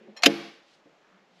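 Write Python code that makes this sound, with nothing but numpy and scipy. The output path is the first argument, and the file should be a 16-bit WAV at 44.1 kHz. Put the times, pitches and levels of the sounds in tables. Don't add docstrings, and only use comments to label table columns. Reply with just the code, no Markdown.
import sys
import numpy as np
from scipy import signal
from scipy.fft import rfft, irfft, next_fast_len
from scipy.io import wavfile
from scipy.ndimage import uniform_filter1d, map_coordinates

SR = 44100
rng = np.random.default_rng(int(sys.argv[2]) if len(sys.argv) > 2 else 0)


def materialize(psi):
    bounded = np.clip(np.atleast_2d(psi).T, -1, 1)
    quanta = np.round(bounded * 32767).astype(np.int16)
    wavfile.write(sys.argv[1], SR, quanta)


def magnitude_from_level(level_db):
    exponent = np.asarray(level_db, float) / 20
    return 10 ** exponent


N = 61739


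def unit(x):
    return x / np.sqrt(np.mean(x ** 2) + 1e-20)


def along(points, hz):
    point_hz, value = np.transpose(points)
    return np.interp(np.log(hz + 1), np.log(point_hz + 1), value)


def noise(gain, size=N):
    m = next_fast_len(size + 4096)
    spectrum = rfft(rng.standard_normal(m)) * gain(np.fft.rfftfreq(m, 1 / SR))
    return unit(irfft(spectrum, m)[:size])


def wobble(rate_hz):
    knots = rng.standard_normal(int(N * rate_hz / SR) + 4)
    return map_coordinates(knots, [np.arange(N) * rate_hz / SR])


def add(out, start_s, sound):
    out[round(start_s * SR):][:len(sound)] += sound


def ring(modes, rise_s, scatter_db, blur_hz, length_s=0.26):
    t = np.arange(round(length_s * SR)) / SR
    pitch_hz, level_db, t60_s = np.transpose(modes)[:, :, None]
    level_chance, phase_chance = rng.standard_normal((2, len(modes), 1))
    steps = rng.standard_normal((len(modes), len(t)))
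    drift = np.cumsum(steps, axis=1) * np.sqrt(2 * np.pi * blur_hz / SR)
    start_phase = np.pi * np.sign(scatter_db) * phase_chance
    phase = 2 * np.pi * pitch_hz * t + start_phase + uniform_filter1d(drift, size=100)
    envelope = magnitude_from_level(level_db + scatter_db * level_chance - 60 * t / t60_s)
    return (envelope * np.sin(phase)).sum(0) * (1 - np.exp(-t / rise_s))


# pitch_hz, density_db
FLOOR_SPECTRUM = [(25, -6.5), (80, -18), (160, -11.5), (600, -6.5), (1000, -11.5), (2700, -16.5),
                  (7000, -28.5), (9000, -44.5)]


def floor():
    level_db = -64.5 + 0.43 * wobble(5.3)
    return magnitude_from_level(level_db) * noise(lambda f: magnitude_from_level(along(FLOOR_SPECTRUM, f)))


# middle_s, half_length_s, level_db, centre_hz
SLEEVE_STROKES = [
    (0.029, 0.14, -68, 1930),
    (0.08, 0.056, -58, 400.2),
    (0.214, 0.04, -55, 664),
    (0.723, 0.041, -65, 3300),
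    (0.89, 0.034, -75, 900),
    (1.13, 0.076, -66, 1380),
    (1.165, 0.051, -70.5, 189),
    (1.37, .04, -69.5, 171),
    (1.4, 0.049, -66, 3084),
]


def sleeve():
    t = np.arange(N) / SR
    width_octaves, fizz_db = 0.55, -17.5
    out = np.zeros(N)
    for middle_s, half_length_s, level_db, centre_hz in SLEEVE_STROKES:
        width = width_octaves * min(1, centre_hz / 900)

        def band(f):
            body = np.exp(-.5 * (np.log2((f + 1) / centre_hz) / width) ** 2)
            fizz_hz = 1.9 * centre_hz
            fizz_width = width_octaves * min(1, fizz_hz / 900)
            return body + magnitude_from_level(fizz_db) * np.exp(-.5 * (np.log2((f + 1) / fizz_hz) / fizz_width) ** 2)

        grain = unit(magnitude_from_level(1.5 * wobble(130)) * noise(band))
        swell = np.exp(-.5 * ((t - middle_s) / half_length_s) ** 2)
        out += magnitude_from_level(level_db) * swell * grain
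    return out


# pitch_hz, t60_s
ROOM_DECAY = [(150, .5), (500, 0.43), (2000, 0.61), (6000, 0.63), (12000, .45)]
# pitch_hz, level_db
ROOM_COLOUR = [(100, -8), (300, -4), (800, 1.5), (2500, 1.5), (5000, -5), (8000, -23), (12000, -20.5),
               (14000, -29)]


def room(x):
    rise_s = 0.012
    hz, t, z = signal.stft(rng.standard_normal(SR), SR, nperseg=256)
    level_db = along(ROOM_COLOUR, hz)[:, None] - 60 * t / along(ROOM_DECAY, hz)[:, None]
    shape = magnitude_from_level(level_db) * (1 - np.exp(-t / rise_s))
    tail = signal.istft(z * shape, SR, nperseg=256)[1]
    return signal.fftconvolve(x, tail / np.linalg.norm(tail))[:N]


# start_s, level_db, rise_s
THUMPS = [
    (0.008, -50, .006),
    (0.043, -55, 0.0052),
    (0.08, -41, .008),
    (0.238, -38.5, .004),
    (0.2612, -8, 0.007),
    (0.858, -55, 0.00078),
]
# pitch_hz, level_db, t60_s
PANEL_MODES = [(212, -0.5, .2), (370, 0.5, 0.085), (551.2, 2.5, .06), (710, -14.5, .08)]
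# pitch_hz, level_db, t60_s
BOX_MODES = [(102, -34.5, 0.46), (156, -21, 0.27), (209, -13.5, 0.36), (288.9, 3.5, 0.12),
             (335.3, -9, 0.36), (454, -3.5, 0.17), (551, -6, 0.17), (694.2, -7, 0.13), (818, -20.5, 0.3)]


def box():
    out = np.zeros(N + SR)
    for start_s, level_db, rise_s in THUMPS:
        before_creak = start_s < CREAKS[0][0]
        modes = PANEL_MODES if before_creak else BOX_MODES
        add(out, start_s, magnitude_from_level(level_db) * ring(modes, rise_s, scatter_db=0, blur_hz=4))
    t = np.arange(SR // 10) / SR
    push_db, push_hz = -32, 45
    push = magnitude_from_level(push_db) * np.sin(2 * np.pi * push_hz * t) * np.exp(-2 * t * push_hz)
    add(out, TRIP[1][0], push)
    return out[:N]


# pitch_hz, level_db
CRACK_SPECTRUM = [(150, -46.5), (700, -14.5), (1800, -3.5), (3000, -1), (6500, -12), (9000, -25.5),
                  (11500, -22.5), (13800, -26)]


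def hits(events, modes, crack_db=1.5, rise_s=0.0002):
    crack_t60_s = 0.03
    out = np.zeros((2, N + SR))
    sound, blows = out
    t = np.arange(SR // 10) / SR
    for start_s, level_db in events:
        tone = ring(modes, rise_s, scatter_db=2, blur_hz=25, length_s=.15)
        add(sound, start_s, magnitude_from_level(level_db) * tone)
        fade = magnitude_from_level(level_db + crack_db - 60 * t / crack_t60_s) * (1 - np.exp(-t / rise_s))
        add(sound, start_s, fade * noise(lambda f: magnitude_from_level(along(CRACK_SPECTRUM, f)), size=len(t)))
        add(blows, start_s, magnitude_from_level([level_db]))
    return out[:, :N]


# start_s, level_db
CREAKS = [
    (0.1642, -47),
    (0.1685, -43.5),
    (0.1718, -44.5),
    (0.181, -52.5),
    (0.19, -50.5),
]
# pitch_hz, level_db, t60_s
SPRING_MODES = [(1157, -15.5, 0.11), (1814, -4, 0.13), (2132, -8.5, 0.11), (2519, -5, .15), (3250, -8, .12),
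                (4183, 0.5, 0.093), (5410, -9, .1), (5600, -6, 0.0806), (7000, -10, .08), (10900, -16, .03)]


def spring_creak():
    return hits(CREAKS, SPRING_MODES, crack_db=1, rise_s=.002)


# start_s, level_db
TICKS = [
    (0.2213, -30),
    (0.2255, -32),
    (0.232, -37),
]
# pitch_hz, level_db, t60_s
PAWL_MODES = [(3300, -5, 0.057), (4100, -9.5, .03), (4580, -2.5, .03), (5800, -2, 0.031),
              (6750, -13.5, 0.01), (11500, -21.5, 0.022)]


def latch_ticks():
    return hits(TICKS, PAWL_MODES, crack_db=0, rise_s=0.0027)


# start_s, level_db
CLOSE = [
    (0.2337, -19),
    (0.2355, -14.5),
    (0.2398, -23),
    (0.2438, -22.5),
    (0.252, -28),
]
# pitch_hz, level_db, t60_s
CONTACT_MODES = [(694, -14, 0.21), (1680.5, -15, 0.065), (2127, -12, 0.045), (2536, 2, .03),
                 (3534, -13.5, .03), (4150, 4, 0.012), (4576, -6, .025), (5426, -16.5, .03),
                 (6632, -13.5, 0.018), (7100, -7, .02), (8500, -24.5, .02), (11020, -25, .02),
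                 (12350, -20, .02)]


def contacts_close():
    return hits(CLOSE, CONTACT_MODES)


# start_s, level_db
TRIP = [
    (0.2577, -18.5),
    (0.2602, -6.5),
    (0.2629, -14.5),
    (0.2675, -21),
    (0.272, -21.5),
    (0.277, -28),
]
# pitch_hz, level_db, t60_s
LEVER_MODES = [(1311, -13.5, 0.032), (1573, -12, .05), (1938, -11, 0.026), (2132, -3, 0.033),
               (2777, -3.5, .032), (3055, -2.5, 0.026), (3730, -6, 0.043), (5007, -7.5, .035),
               (5770, -12, .026), (6550, -12, 0.022), (6900, -12.5, 0.022), (10130, -16, .02),
               (11440, -17.5, 0.022)]


def lever_trips():
    return hits(TRIP, LEVER_MODES)


def breaker():
    return spring_creak() + latch_ticks() + contacts_close() + lever_trips()


def scene():
    snaps, blows = breaker()
    boom = box()
    blow_room_db, boom_room_db = 9, -17.5
    echo = magnitude_from_level(blow_room_db) * room(blows) + magnitude_from_level(boom_room_db) * room(boom)
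    return np.tile(snaps + boom + echo + sleeve() + floor(), (2, 1))


def gain_control(x):
    duck_s, duck_db, attack_s, recover_s = 0.2672, -8, 0.0089, .19
    since_s = np.arange(N) / SR - duck_s
    depth = np.clip(since_s / attack_s, 0, 1) * np.clip(1 - since_s / recover_s, 0, 1)
    x = x * magnitude_from_level(duck_db * depth)
    return x / (1 + np.abs(x / .95) ** 6) ** (1 / 6)


# pitch_hz, level_db
MIC_RESPONSE = [(60, -16.5), (110, -8.5), (150, 2.5), (8600, -0.5), (9200, -9.5), (9800, 0), (13500, -1),
                (14300, -38)]
# pitch_hz, level_db
LEFT_DIP = [(11300, 0), (12200, -9), (12900, -9), (13400, -1)]
HISS_DB = [-106, -106]


def microphone(x):
    m = next_fast_len(N + 4096)
    hz = np.fft.rfftfreq(m, 1 / SR)
    response_db = along(MIC_RESPONSE, hz) + [along(LEFT_DIP, hz), 0 * hz]
    x = irfft(rfft(x, m) * magnitude_from_level(response_db), m)[:, :N]
    hiss = [magnitude_from_level(db) * noise(lambda f: np.exp(-((f - 12500) / 1500) ** 2)) for db in HISS_DB]
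    return x + np.array(hiss)


def top_cut(x):
    return signal.sosfilt(signal.butter(12, 14450, fs=SR, output="sos"), x)


def record(dry):
    mix = microphone(gain_control(dry))
    return top_cut(mix)


dry = scene()
out = record(dry)
materialize(out)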